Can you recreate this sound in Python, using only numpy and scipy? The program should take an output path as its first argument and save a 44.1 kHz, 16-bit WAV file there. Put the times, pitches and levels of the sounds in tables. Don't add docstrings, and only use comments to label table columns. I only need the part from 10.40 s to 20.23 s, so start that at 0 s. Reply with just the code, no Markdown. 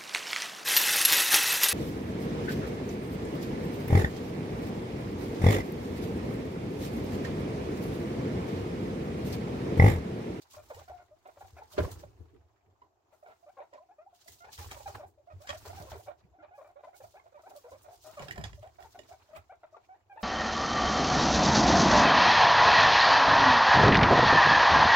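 import sys
import numpy as np
from scipy import signal
from scipy.fft import rfft, irfft, next_fast_len
from scipy.io import wavfile
from scipy.ndimage import uniform_filter1d, map_coordinates

SR = 44100
rng = np.random.default_rng(int(sys.argv[2]) if len(sys.argv) > 2 else 0)


def inscribe(sig):
    pcm = np.round(np.clip(np.atleast_2d(sig).T, -1, 1) * 32767)
    wavfile.write(sys.argv[1], SR, pcm.astype(np.int16))


N = 433503


def amp(db):
    return 10 ** (np.asarray(db) / 20)


def unit(x):
    return x / np.sqrt(np.mean(x ** 2) + 1e-20)


def along(points, hz):
    f, v = np.transpose(points)
    return np.interp(np.log(hz + 1), np.log(f + 1), v)


def curves(rows):
    s, *columns = np.transpose(rows)
    return [np.interp(np.arange(N) / SR, s, column) for column in columns]


def wobble(rate, size=N):
    knots = rng.standard_normal(int(size * rate / SR) + 4)
    return map_coordinates(knots, [np.arange(size) * rate / SR])


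def filtered(x, response):
    m = next_fast_len(N + 8192)
    return irfft(rfft(x, m) * response(np.fft.rfftfreq(m, 1 / SR)), m)[..., :N]


def bursts(peaks, levels_db, swells, fades):
    out = np.zeros(N + 3 * SR)
    t = np.arange(-SR, SR) / SR
    for s, db, swell, fade in np.broadcast(peaks, levels_db, swells, fades):
        drop = np.where(t < 0, -t / max(swell, .01), t / max(fade, .03))
        out[round(s * SR):][:2 * SR] += amp(db - 60 * drop)
    return out[SR:SR + N]


# f/Hz, left-right correlation [-1 to 1]
COHERENCE = [(60, 1), (150, 0.56), (300, 0.58), (700, 0.41), (1400, 0), (15000, 0)]


def grains(spectrum, spiky_db, clump_db, clump_rate, patchy_db):
    starts = (rng.random(N) < clump_rate / SR) * rng.exponential(size=N)
    clumps = unit(signal.lfilter([1], [1, -np.exp(-clump_rate / SR)], starts) - 1)
    size = amp(spiky_db * rng.standard_normal(N) + clump_db * np.clip(clumps, -2, 2.5))
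    z = signal.stft(size * rng.standard_normal((2, N)), nperseg=256)[2]
    patches = uniform_filter1d(rng.standard_normal(z.shape[1:]), size=5, axis=0)
    patches = uniform_filter1d(patches, size=7, axis=1)
    pair = signal.istft(z * amp(patchy_db * unit(patches)), nperseg=256)[1][:, :N]

    def mid_side(hz):
        turn = np.arccos(np.clip(along(COHERENCE, hz), -1, 1)) / 2
        return amp(along(spectrum, hz)) * [np.cos(turn), np.sin(turn)]

    mid, side = filtered(pair, mid_side)
    return unit(np.array([mid + side, mid - side]))


def ring(modes, t, scatter_db, detune=0):
    out = 0
    for hz, db, t60 in modes:
        decay = amp(db + scatter_db * rng.normal() - 60 * t / t60)
        out = out + decay * np.sin(2 * np.pi * (hz * (1 + detune * rng.normal()) * t + rng.random()))
    return out


def place(out_len, events, lag_s, pan_db):
    out = np.zeros((2, out_len + SR))
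    for s, sound in events:
        side = rng.normal()
        for channel, sign in enumerate((1, -1)):
            lag = sign * lag_s * (1 + 0.66 * side) / 2
            start = max(round((s + lag) * SR), 0)
            gain = amp(sign * pan_db * (side + 0.48) / -2)
            out[channel, start:start + len(sound)] += gain * sound
    return out[:, :out_len]


# f/Hz, relative level/dB per Hz
HUSH = [(25, -22.5), (91, 3), (205, -18.5), (371, 4), (473, -8.5), (700, 2.5), (1390, -14.5), (2000, -28.5),
        (4000, -25.5), (7600, -22), (8400, -49), (11500, -32), (12500, -31), (15800, -35)]


def hush():
    return amp(-74) * grains(HUSH, spiky_db=-2.0, clump_db=1.2, clump_rate=17.0, patchy_db=2.5)


# t/s, fine crunch level/dB, coarse scuffle level/dB, tray level/dB
BUSTLE = [(0.0, -82, -68, -90), (0.16, -71, -72.5, -69), (0.35, -67, -65.5, -71), (0.71, -82.5, -76.5, -77),
          (1.48, -67, -67, -66), (1.69, -76, -72, -58), (2.49, -103, -84, -86.5), (2.98, -77.5, -79, -83.5),
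          (3.59, -90, -82.5, -91), (4.27, -73, -79, -64), (4.44, -60, -71, -61), (4.68, -95, -92, -76),
          (4.98, -80.5, -75, -73), (5.23, -64.5, -64.5, -63), (5.47, -61.5, -66.5, -65),
          (5.75, -106, -80.5, -70.5), (6.13, -99.5, -83, -80), (7.61, -69, -73, -72.5),
          (7.83, -66, -67, -61), (7.99, -69, -68, -73), (8.24, -79, -87, -72), (8.65, -73.5, -72.5, -70.5),
          (9.11, -86, -75.5, -77), (9.83, -93, -82, -80)]
# t/s, relative crunch level/dB, coarse and finest part over it/dB, fade t60/s
SCUFFS = [(0.0166, -44, -25, -17, 0.095), (0.107, -45.5, -27, -14, 0.24), (0.1494, -47.5, -7, -10.5, 0.13),
          (0.2309, -64.5, -3, -4, 0.4), (0.343, -50.5, -25, -8, 0.16), (0.3914, -46, -6.5, -17, 0.13),
          (0.4798, -58.5, -7, -13, 0.25), (0.5734, -63, -2, -31, 0.22), (0.8699, -63.5, -8, -9.5, 1),
          (0.998, -56, -14, -9, 0.3), (1.066, -64, -21, -16, 0.17), (1.1727, -58, -19, -12, 0.069),
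          (1.32, -41, -15, -11, 0.17), (1.381, -42, 11, -32, 0.19), (1.427, -40, -11, -12.5, 0.3),
          (1.513, -42.5, -7.5, -6.5, 0.15), (1.593, -46.5, -13, -14.5, 0.16),
          (2.7247, -72, -12, -4.5, 0.95), (2.8794, -72.5, 10.5, -13, 0.22), (3.3353, -56, -19, -30, 0.14),
          (3.743, -58, -14, -12.5, 0.83), (3.812, -46, -21, -19.5, 0.096), (3.88, -40.5, -27, -10, 0.14),
          (3.927, -47, -15, -9.5, 0.15), (3.9883, -50, -41, -11.5, 0.1), (4.0462, -58, 6, -30, 0.27),
          (4.1263, -34, -26, -13.5, 0.2), (4.188, -38, -6.5, -11, 0.31), (4.241, -46, -19, -10.5, 0.23),
          (4.315, -39.5, -3, -14.5, 0.22), (4.372, -51.5, -9, -6, 0.3), (4.472, -40, -9.5, -16, 0.34),
          (4.5486, -48.5, 2, -9.5, 0.2), (4.6738, -67.5, -30, 2.5, 0.13), (4.904, -69, -2, -25, 0.19),
          (5.013, -53, -11, -8.5, 0.45), (5.086, -33.5, -5.5, -32, 0.2), (5.1294, -58, -9, -7, 0.33),
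          (5.1826, -54.5, -26, -2.5, 0.23), (5.2525, -43.5, -5, -12, 0.26), (5.3607, -47, -4.5, -12, 0.38),
          (5.4198, -62, -18, -3, 0.22), (5.498, -43, -5.5, -12.5, 0.29), (5.577, -54.5, -22, -5.5, 0.35),
          (5.6294, -50.5, -25, -15.5, 0.2), (5.7877, -62.5, -4.5, -27, 0.13), (6.0292, -82, 20, -25, 0.37),
          (6.1519, -63, -20, -9.5, 0.58), (6.2706, -69, -12, -9, 0.12), (6.4388, -61.5, -12, -17, 0.35),
          (6.56, -50.5, -35, -7.5, 0.29), (6.628, -52.5, -30, -10.5, 0.33), (6.7181, -57, -15, -14.5, 0.36),
          (6.9556, -72.5, 7, -24, 0.17), (7.0165, -61.5, -15, -12, 0.73), (7.0908, -57.5, -28, -8, 0.18),
          (7.157, -50.5, -14, -9.5, 0.37), (7.305, -50.5, -25, -12, 0.15), (7.3726, -65, -2, -12, 0.28),
          (7.429, -62, -25, 6.5, 0.062), (7.5284, -56, -38, -8, 0.12), (7.6226, -48, -34, -13, 0.21),
          (7.6624, -48, -29, -10.5, 0.28), (7.74, -57.5, -2, -14.5, 0.38), (7.8216, -44, 4, -17, 0.17),
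          (7.919, -37, -33, -15, 0.05), (7.9548, -63, 6, -20, 0.26), (8.046, -37, -8.5, -30, 0.2),
          (8.1534, -61, -31, -12, 0.34), (8.2237, -61.5, 10, -10, 0.24), (8.333, -70, 0.5, -15, 0.29),
          (8.409, -54.5, -5, -10.5, 0.49), (8.5185, -54, -26, -16, 0.21), (8.5914, -61, -4, -25, 0.45),
          (8.687, -47, -17, -15.5, 0.22), (8.825, -63, -8, -17, 0.94), (8.963, -51, 5, -4.5, 0.095),
          (9.3317, -66, -13, -28, 0.27), (9.4379, -66, -8, -21, 0.2), (9.7258, -71, -6, -10, 0.35),
          (9.82, -50.5, -12, -6.5, 0.26)]
# f/Hz, relative level/dB per Hz
CRUNCH = [(1500, -28), (2800, -3.5), (4200, 0.5), (6700, 0), (8200, -5), (11500, -12), (12500, -8),
          (15800, -5)]
# f/Hz, relative level/dB per Hz
SCUFFLE = [(500, 1), (1000, 7.5), (1400, 2.5), (2300, -1.5), (3200, -6.5), (4500, -11.5), (6000, -30)]
SPLIT_HZ, FINEST_DB = 7500, 14.5
SCUFF_PEAK_S, SCUFF_SWELL_S, CREST_DB, COARSE_DB = 0.0056, 0.062, -12, 6.5


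def shavings():
    fine_db, rough_db, _ = curves(BUSTLE)
    s, db, coarse_db, finest_db, fade = np.transpose(SCUFFS)
    peaks, db = s + SCUFF_PEAK_S, db + CREST_DB
    crunch = amp(fine_db) + bursts(peaks, db, SCUFF_SWELL_S, fade)
    finest = amp(fine_db) + bursts(peaks, db + FINEST_DB + finest_db, SCUFF_SWELL_S, fade)
    scuffle = amp(rough_db) + bursts(peaks, db + COARSE_DB + coarse_db, SCUFF_SWELL_S, fade)
    snaps = grains(CRUNCH, spiky_db=3.0, clump_db=2.0, clump_rate=170, patchy_db=1.5)
    low = filtered(snaps, lambda hz: 1 / (1 + (hz / SPLIT_HZ) ** 10))
    scuffle = scuffle * grains(SCUFFLE, spiky_db=1.5, clump_db=3.0, clump_rate=110, patchy_db=3.0)
    return crunch * low + finest * (snaps - low) + scuffle


# t/s, relative level/dB, boom f/Hz, thud and hollow knock over it/dB, rumble t60/s
STEPS = [(0.166, -49.5, 94.6, -36, -20, 0.35), (0.224, -62, 97, -12, 6, 0.35),
         (0.347, -48, 87.5, -37, -23, 0.54), (0.497, -47.5, 78, -32, -19, 0.35),
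         (0.873, -67, 102, -19, -1, 0.53), (1.031, -51.5, 91, -27, -11, 0.38),
         (1.13, -42.5, 79, -26, -12, 0.21), (1.389, -24, 84.7, -3.5, 1.5, 0.31),
         (1.437, -32, 75.8, -29, -17, 0.16), (1.516, -36.5, 95.4, -10.5, -19, 0.29),
         (1.577, -53, 100, -5, 7.5, 0.27), (1.634, -51, 78.1, -3, -21, 0.27),
         (1.795, -39, 81, -17, -8, 0.11), (1.929, -58.5, 87, -4.5, 6.5, 0.31),
         (1.992, -52.5, 77, -16, -30, 0.19), (2.266, -60, 95, -4.5, -2, 0.39),
         (3.896, -55, 82, -13, -2.5, 0.35),  (4.185, -38, 84.3, -38, -14, 0.58),
         (4.259, -41.5, 66, -15, -20, 0.31), (4.371, -63, 95, -13, -13, 0.39),
         (4.467, -46, 81, -31, -24, 0.29), (4.543, -43.5, 101.4, -35, 1, 0.2),
         (4.649, -52, 89, -10, -4, 0.35), (4.934, -39, 95, -19, -22, 0.24),
         (5.097, -40.5, 83, -30, -22, 0.3), (5.159, -55, 75, -23, -25, 0.29),
         (5.271, -44.5, 87.4, -30, -3, 0.45), (5.325, -43.5, 85, -18, -16, 0.46),
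         (5.402, -40.5, 96, -9, -3, 0.32), (5.519, -40, 81.5, -25, -10, 0.32),
         (5.568, -54, 81.5, -30, -26, 0.26), (5.834, -60.5, 88, 2.5, 1, 0.35),
         (5.989, -83, 95, -11, 11, 0.35), (6.623, -55, 104, -10, -24, 0.39),
          (7.08, -76, 131, -13, 24.5, 0.35), (7.318, -56, 94, -11, 6.5, 0.29),
         (7.658, -60.5, 88, -18, 5.5, 0.35), (7.794, -42.5, 147, 5, -10, 0.29),
         (7.828, -44.5, 133, -3, -19, 0.32), (7.9, -42, 106, -9, -4, 0.32), (7.972, -38, 62, 5, -9.5, 0.27),
         (8.04, -34.5, 73, -16, -25, 0.49), (8.1, -38.5, 62, -13, -33, 0.48),
         (8.424, -53, 77.6, -24, -6, 0.23), (8.576, -61.5, 90, -15, 15.5, 0.35),
         (8.971, -52, 82, -21, -27, 0.33), ]
# f/Hz, relative level/dB per Hz
TRAY = [(25, -56), (50, -4), (78, 2), (105, 2.5), (140, -13), (220, -81)]
# f/Hz, relative level/dB per Hz
THUD = [(90, -32), (130, 0), (170, 3.5), (220, -6.5), (300, -45)]
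# f/Hz, relative level/dB per Hz
HOLLOW = [(100, -34), (160, -30), (260, -3.5), (380, 1), (480, -2), (700, -46)]
STEP_PEAK_S, STEP_SWELL_S = 0.016, 0.09
RUMBLE_DB, THUD_DB, KNOCK_DB, HOLLOW_DB = -13, -6.5, -11.5, -11
THUD_T60_S, KNOCK_T60_S = 0.17, 0.26


def tray_load():
    _, _, tray_db = curves(BUSTLE)
    s, db, _, thud_db, knock_db, fade = np.transpose(STEPS)
    peaks = s + STEP_PEAK_S
    rumble = amp(tray_db) + bursts(peaks, db + RUMBLE_DB, STEP_SWELL_S, fade)
    thud = bursts(peaks, db + THUD_DB + thud_db, STEP_SWELL_S, THUD_T60_S)
    hollow = amp(tray_db + HOLLOW_DB) + bursts(peaks, db + KNOCK_DB + knock_db, STEP_SWELL_S, KNOCK_T60_S)
    rumble = rumble * grains(TRAY, spiky_db=2.0, clump_db=1.5, clump_rate=15, patchy_db=3.0)
    thud = thud * grains(THUD, spiky_db=2.0, clump_db=-1.5, clump_rate=39, patchy_db=3.5)
    hollow = hollow * grains(HOLLOW, spiky_db=0.4, clump_db=1.5, clump_rate=110, patchy_db=-1.5)
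    return rumble + thud + hollow


# f/Hz, bandwidth/Hz, relative level/dB
THROAT = [(668, 260, 0.5), (802, 463, 3.5), (1070, 760, -4.5), (1330, 158, -14), (1790, 160, -24),
          (2307, 89, -26), (3700, 560, -12.5)]
MOUTH_HZ, MOUTH_WIDTH_HZ, MOUTH_DB = 2386, 270, 13.5


def chut(length, start_hz, end_hz, db, second_db, third_db, rough):
    size = round((length + 0.00963) * SR)
    u = np.arange(size) / size
    pitch = (start_hz + (end_hz - start_hz) * u) * (1 + .07 * rough * wobble(90.25, size=size))
    phase = 2 * np.pi * np.cumsum(pitch) / SR

    upper = amp(second_db - 3.5) * np.sin(2 * phase)
    for k in range(3, 7):
        mouth = amp(MOUTH_DB / (1 + ((k * pitch - MOUTH_HZ) / MOUTH_WIDTH_HZ) ** 2))
        upper = upper + amp(third_db) * 0.43 ** (k - 3) * mouth * np.sin(k * phase)
    upper_db = (2.5 + 4.9 * rough) * np.minimum(wobble(146.0, size=size), 1) - 1.4 * rough
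    tone = np.sin(phase) + amp(upper_db) * upper

    beats = np.cumsum(pitch / 2 * (1 + 0.18 * wobble(200, size=size))) / SR
    pulses = np.diff(np.floor(beats), prepend=0) * amp(3.2 * rng.standard_normal(size))
    t = np.arange(SR // 50) / SR
    throat = sum(amp(level) * np.exp(-np.pi * width * t) * np.sin(2 * np.pi * hz * t)
                 for hz, width, level in THROAT)
    throat = throat * (1 - np.exp(-t / 0.00092))
    small_body = signal.butter(3, (430, 4700), "band", fs=SR)
    grunt = unit(signal.lfilter(*small_body, signal.fftconvolve(pulses, throat)[:size]))

    share = np.clip(0.69 * rough ** 3, 0, 1)
    attack = np.clip(u * size / (0.0058 * SR), 0, 1)
    swell = attack * np.cos(np.pi / 2 * u ** 2.02) ** 1.02
    level = amp(db + 4.0 + 2.5 * rough * np.minimum(wobble(71.0, size=size), 1))
    return level * swell * (np.sqrt(1 - share) * tone + 0.77 * np.sqrt(share) * grunt)


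# nominal t/s, nominal length/s, start f/Hz, end f/Hz, relative level/dB,
# relative second-overtone level/dB, roughness [0-1.3; the tone itself uses at most 1]
CHUTS = [(0.137,0.028,1100,1138,-57,-10,0.52),(0.166,0.04,600,643,-51,-10,0.64),(0.299,0.022,637,509.6,-45.5,-9,0.81),(0.333,0.015,847,760,-53.5,-14,0.6),
         (0.365,0.032,452,625,-52.5,-5,0.56),(0.4,0.018,511,694,-51.5,-2,1.3),(0.479,0.017,680,734,-51.5,-5,0.3),(0.496,0.022,604,908,-47,-30,0.63),
         (0.518,0.063,716,704,-49.5,-25,0.28),(0.584,0.043,713,706,-55,-9,0.75),(0.709,0.035,584,647,-58,-18,0.17),(0.854,0.019,633,720,-50,-15,1.12),
         (0.882,0.015,462,773,-51,-14,0.81),(0.969,0.015,550,596,-54.5,-21,0.74),(1.006,0.02,651,849,-48.5,-14,0.74),(1.042,0.015,818,742,-52,-32,0.59),
         (1.163,0.058,689,691,-54.5,-3,1.12),(1.216,0.014,893,765,-49.5,-30,0.7),(1.334,0.017,633,540,-53.5,-23,0.65),(1.434,0.029,520,546,-45,-2,0.7),
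         (1.474,0.017,504,699,-47.5,-18,0.81),(1.631,0.0073,574,623,-50,-27,0.8),(2.417,0.0051,892,1012,-51.5,-18,0.4),(2.724,0.03,563,754,-62.5,-5,0.99),
         (2.827,0.0038,683,584,-50.5,-11.5,0.08),(2.841,0.0087,726,720,-56,-22,0.3),(2.857,0.075,708,671,-58.5,-2.5,0.88),(3.027,0.019,670,724,-56.5,-27,0.4),
         (3.062,0.034,590,626,-56.5,-11,0.38),(3.087,0.015,645,820,-55,-12,0.3),(3.168,0.027,557,487,-52,-1.5,0.63),(3.185,0.013,737,800,-47.5,-16,0.32),(3.201,0.017,566,597,-46.5,-7,0.65),(3.213,0.015,778,1040,-52,-18,0.66),(3.229,0.019,693,655,-61,-14,0.86),
         (3.326,0.056,560,615,-54,-11,0.84),(3.333,0.013,965,977,-56.5,-20,0.64),
         (3.378,0.011,1020,970,-53.5,-30,0.53),(3.397,0.042,575,792,-57.5,-27,0),(3.488,0.044,677,852,-56,-19,0.43),(3.583,0.053,581,733,-54.5,-12,0.32),
         (3.662,0.017,700,900,-53.5,-38,0),(3.727,0.014,670,700,-59.5,-27,0.4),(3.859,0.034,662,713,-60,-12,0.3),(4.004,0.064,683,740,-60,2,0.14),
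         (4.039,0.05,780,699,-54.5,-1,0.99),(4.083,0.0092,733,867,-50.5,-11,0.5),(4.208,0.029,830,783,-53,-16,0.28),(4.317,0.035,790,603,-54.5,-15,0.47),
         (4.362,0.022,925,973,-51,-17,0.76),(4.396,0.021,893,750,-51.5,-22,0.8),(4.458,0.013,838,760,-39,-15,0.27),(4.475,0.011,666,542,-47,-1.5,0.6),(4.494,0.016,867,760,-49.5,-21,1.1),
         (4.556,0.041,783,812,-52.5,-18,0.82),(4.591,0.053,598,594,-51.5,-11,0.86),(4.631,0.017,653,858,-46.5,-36,0.58),(4.775,0.012,540,675,-62.5,-27,0.2),(4.791,0.016,560,610,-61,-28,0.13),(4.872,0.023,640,777,-53,-19,0.1),
         (4.898,0.028,664,566,-53,-4.5,0.69),(5.002,0.048,569,697,-58,-9,0.56),(5.043,0.014,643,870,-57.5,-7,0.3),(5.091,0.016,585,622,-42.5,-1,0.48),
         (5.13,0.022,700,572,-47,-10,0.55),(5.148,0.021,588,727,-52,-10,0.34),(5.25,0.035,452,434,-53,-6,0.9),(5.294,0.015,670,737,-45.5,-6,0.53),
         (5.329,0.0066,698,780,-49.5,-7,0.87),(5.37,0.026,814,690,-49,-13,0.59),(5.39,0.033,701,634,-49.5,-2.5,0.97),(5.424,0.016,577,633,-52.5,-15,.38),(5.448,0.013,512,810,-56.5,-17,0.8),
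         (5.467,0.029,530,474,-55.5,-3,0.57),(5.513,0.027,710.4,589,-46.5,-14,1.02),(5.546,0.034,456,430,-51,-13,0.9),(5.59,0.017,504,800,-52.5,-20,0.5),
         (5.658,0.015,596,720,-59,-18,0.8),(5.669,0.015,771,626,-49.5,-16,0.7),(5.679,0.018,573,592,-43,-10,0.66),(5.702,0.017,601,896,-52,-12,0.97),(5.934,0.044,707,772,-63.5,-36,0.64),(5.983,0.038,317,296,-63,-5,0.4),(5.988,0.058,685,794,-62.5,-2.5,0.62),(6.027,0.018,616,590,-52.5,-11,0.46),(6.045,.012,630,628,-56,2,1.05),
         (6.082,0.0096,854,826,-60,-11,0.55),(6.108,0.067,691,860,-56,-12,0.36),(6.178,0.032,590,519,-51,-6,0.56),(6.211,0.016,610,710,-52.5,-12,0.7),(6.243,0.037,603,615,-57,-7,0.8),
         (6.287,0.022,688,737,-56,-18,0.7),(6.357,0.033,533,640,-54,-12,0.55),(6.389,0.02,618,682,-55.5,-7.5,0.83),(6.43,0.029,552,684,-53.5,-15,0.89),(6.434,0.023,985,1060,-54.5,-14,0.2),(6.47,0.019,572,765,-47,-15,0.47),
         (6.53,0.031,655,860,-58,-9,0.7),(6.601,0.019,575,500,-52,-21,0.56),(6.606,0.015,884,797,-53.5,-10,0.6),(6.636,0.011,549,792,-45.5,-12.5,0.46),(6.739,0.024,547,708,-54,-14,0.62),
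         (6.753,0.034,765,793,-56.5,-6,0.68),(6.794,0.0035,1056,1100,-59,-0.5,0.54),(6.84,.008,650,650,-63,-25,0.4),(6.856,0.03,697,658,-57.5,-29,0.69),(6.921,.008,520,557,-62,-21,0.6),(6.942,0.04,589,557,-55.5,-5.5,0.45),(6.973,0.014,903,940,-57,-18,0.4),(6.989,0.017,671,628,-56,-3.5,1.2),(7.034,0.035,618,776,-56,-9.5,0.4),(7.064,0.023,794,870,-52,-14,0.78),
         (7.104,0.02,575,867,-51.5,-31,0.72),(7.133,0.024,666,690,-58,-17,0.43),(7.152,0.035,574,620,-54,-10,0.5),(7.242,0.036,516,477,-50,-6,0.53),
         (7.278,0.017,551,752,-53,-10,0.5),(7.314,0.045,525.5,606,-52,-9,0.62),(7.438,0.034,617,621,-56,-6,1.05),(7.477,0.022,536,810,-52,-32,0.6),
         (7.506,0.049,660,720,-53.5,-34,0.6),(7.643,0.084,621,678,-51.5,-8,0.73),(7.77,0.021,636,520,-45.5,0,0.45),(7.799,0.011,627,626,-47,-23,1.1),
         (7.823,0.013,502,546,-45,-10,0.62),(7.858,0.011,485,790,-48,-11,0.67),(7.877,0.02,627,720,-54,3,1.1),(7.961,0.069,745,638,-50,-7,0.77),
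         (8.037,0.025,718,734,-49.5,-2,0.91),(8.176,0.022,620,550,-58,-19,.05),(8.226,0.057,621,736,-51,-25,0.6),
         (8.384,0.024,771,721,-51,-9.5,0.94),(8.408,0.043,643,801,-55.5,-10,0.86),(8.445,0.025,910,953,-54.5,-27,0.8),(8.545,0.016,736,647,-50.5,-14,0.75),(8.574,0.0044,790,750,-57,-9,0.2),
         (8.589,0.0029,545,722,-46,-36,0.47),(8.688,0.029,642,696,-56,-22,0.26),(8.707,.012,680,682,-48.5,-21,0.52),(8.719,0.029,664,737,-53.5,-9,0.86),(8.887,0.038,562,717,-59,-25,0.8),
         (8.929,0.038,632,633,-49.5,-14,0.13),(8.956,0.0091,1135,1305,-51.5,1.5,0.72),(8.969,0.016,639,668,-53,3,0.87),(9.095,0.019,701,797,-50,-9,0.14),(9.118,0.028,543,787,-54,-10,0.67),(9.230,0.022,685,695,-52,-10,0.75),
         (9.325,0.05,622,708,-57.5,-19,0.4),(9.343,0.0031,1210,1160,-50,-34,0.15),(9.363,0.014,690,760,-53.5,-12.5,0.88),(9.488,0.06,729,802,-54.5,-14,0.22),(9.54,0.018,817,886,-65,-5,0.6),(9.696,0.034,831,771,-54.5,-3,0.33),
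         (9.723,0.025,768,745,-56,-12,0.27),(9.757,0.013,482,800,-56,-6,0.9),(9.772,0.0077,860,913,-46,-5.5,0.43),(9.789,0.0064,890,885,-47.5,-12,0.5),(9.803,0.011,634,620,-49,-6,1.1)]
THIRD_DB, THIRD_PER_SECOND, THIRD_PER_ROUGH_DB, THIRD_SCATTER_DB = -23, 0.8, 4.5, 2
BREATH_DB, BREATH_PER_ROUGH_DB = -39, 9
BREATH_PEAK_S, BREATH_SWELL_S, BREATH_T60_S = 0.016, 0.051, 0.2


def voices():
    s, *_, db, second_db, rough = np.transpose(CHUTS)
    third_db = (THIRD_DB + THIRD_PER_SECOND * second_db
                + THIRD_PER_ROUGH_DB * rough + THIRD_SCATTER_DB * rng.standard_normal(len(s)))
    tones = [(at - .001, chut(*rest, third, np.clip(r, 0, 1)))
             for (at, *rest, r), third in zip(CHUTS, third_db)]
    air = bursts(s + BREATH_PEAK_S, db + BREATH_DB + BREATH_PER_ROUGH_DB * rough, BREATH_SWELL_S, BREATH_T60_S)
    hiss = air * grains(SCUFFLE, spiky_db=5.0, clump_db=4.0, clump_rate=58, patchy_db=6.0)
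    return place(N, tones, lag_s=0.00023, pan_db=3.0) + hiss


def steps():
    t = np.arange(SR // 3) / SR
    envelope = amp(-60 * t / 0.21) * (1 - np.exp(-t / 0.0061))
    swings = [(s, amp(db + 0.5) * envelope * np.sin(2 * np.pi * hz * t)) for s, db, hz, *_ in STEPS]
    return place(N, swings, lag_s=0.00029, pan_db=2.5)


# t/s, relative bar level/dB, relative low knock level/dB, left over right/dB
TICKS = [(0.3454,-41,-72.5,3),(1.378,-36.5,-48,0),
         (2.4178,-64,-61,-9),(3.335,-46.5,-53.5,-3),(3.881,-41.5,-51.5,-7),(4.045,-48,-78,2),
         (4.177,-41,-62,4),(4.244,-46,-70,0),(4.312,-30.5,-42,1.5),(5.072,-29.5,-70,0),(5.091,-29.5,-69,13),(5.1025,-27,-80,-11),
         (7.7939,-35.5,-36.5,-8),(7.821,-38,-60,-10),(7.844,-43,-57,3),(7.883,-30.5,-40.5,-11.5),
         (7.909,-27,-54,-5),(7.958,-37.5,-46,-7),(7.978,-31,-34.5,-7),(8.011,-39,-52,-6),
         (8.0388,-24,-57,-8.5),(8.08,-45,-57,5),(8.1302,-41.5,-48.5,-9.5),(8.154,-65,-73,0),
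         (8.229,-49,-55,-10),(8.2728,-52.5,-69,-17),(8.404,-51,-77,-8),(8.425,-47,-69,-15),(8.59,-37,-71,-12),
         (8.962,-46,-52,-4)]
# nominal f/Hz, relative level/dB, t60/s
BARS = [(1750, 2.5, 0.025), (1917, 8, 0.024), (2366, -1, 0.031), (2873, -2.5, 0.032), (3254, -0.5, 0.025),
        (3780, -11.5, 0.031), (5070, -3, 0.025), (6160, -16, 0.0039), (7240, 0.5, 0.014)]
# f/Hz, relative level/dB, t60/s
RIM = [(220.7, -18, 0.0071), (263, 0.5, 0.13), (402.4, 4.5, 0.093), (533, 1, 0.035), (645, 7, 0.048),
       (806, -4, 0.13), (1006, 1.5, 0.085), (1377, 2, 0.043)]


def ticks():
    t = np.arange(SR // 4) / SR
    out = np.zeros((2, N + SR))
    for s, db, knock_db, pan_db in TICKS:
        crack = 1.95 * amp(-60 * t / 0.021) * rng.standard_normal(len(t))
        crack = signal.lfilter(*signal.butter(2, 6800, fs=SR), crack)
        bars = ring(BARS, t, scatter_db=4.5, detune=.03)
        metal = amp(db - 13.0) * (bars + crack) * (1 - np.exp(-t / 0.0017))
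        slap = signal.lfilter([.12], [1, -.88], 6 * amp(-60 * t / 0.0079) * rng.standard_normal(len(t)))
        knock = amp(knock_db - 17.0) * (ring(RIM, t, scatter_db=1.5) + slap) * (1 - np.exp(-t / 0.0011))
        out[0, round((s + .00025) * SR):][:len(t)] += amp(pan_db / 2) * (metal + knock)
        out[1, round(s * SR):][:len(t)] += amp(-pan_db / 2) * (metal + knock)
    return out[:, :N]


# relative ring level/dB, relative slap level/dB, hind end over front/dB
LANDING = (-39, -11.5, 1)
LANDING_S, HIND_S = 1.3795, .0065
FRONT_HZ, HIND_HZ, SLAP_T60_S, SLAP_RISE_S, SLAP_LAG_S = 400, 610, .03, .0022, .00055
SMACK_DB, SMACK_HZ, SMACK_T60_S = -17.5, 2550, 0.019


def landing():
    ring_db, slap_db, hind_db = LANDING
    t = np.arange(SR // 4) / SR
    out = np.zeros((2, N))
    for at, db, hz in ((LANDING_S, 0, FRONT_HZ), (LANDING_S + HIND_S, hind_db, HIND_HZ)):
        turns = hz * (t - [[SLAP_LAG_S], [0]]) + rng.random()
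        slap = amp(slap_db - 60 * t / SLAP_T60_S) * np.sin(2 * np.pi * turns)
        smack = amp(SMACK_DB - 60 * t / SMACK_T60_S) * rng.standard_normal((2, len(t)))
        smack = signal.lfilter(*signal.butter(3, SMACK_HZ, fs=SR), smack)
        body = amp(ring_db) * np.array([ring(RIM, t, scatter_db=2), ring(RIM, t, scatter_db=2)])
        hit = (body + slap + smack) * (1 - np.exp(-t / SLAP_RISE_S))
        out[:, round(at * SR):][:, :len(t)] += amp(db) * hit * amp([[-1], [1]])
    return out


# f/Hz, t60/s
ROOM = [(200, 0.12), (1000, 0.17), (8000, 0.14)]


def room(x):
    hz, t, z = signal.stft(rng.standard_normal((2, SR // 2)), SR, nperseg=256)
    tail = signal.istft(z * amp(-60 * t / along(ROOM, hz)[:, None]), SR, nperseg=256)[1]
    delayed = np.pad(x, ((0, 0), (200, 0)))
    return signal.fftconvolve(delayed, tail / np.linalg.norm(tail[0]), axes=1)[:, :N]


def scene():
    bedding = (shavings() + tray_load()) * amp([[-.6], [.6]])
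    near = voices() + ticks() + landing()
    return hush() + bedding + steps() + near + amp(-7.5) * room(near)


def record(dry):
    return filtered(dry, lambda hz: hz < 15830)


dry = scene()
out = record(dry)
inscribe(out)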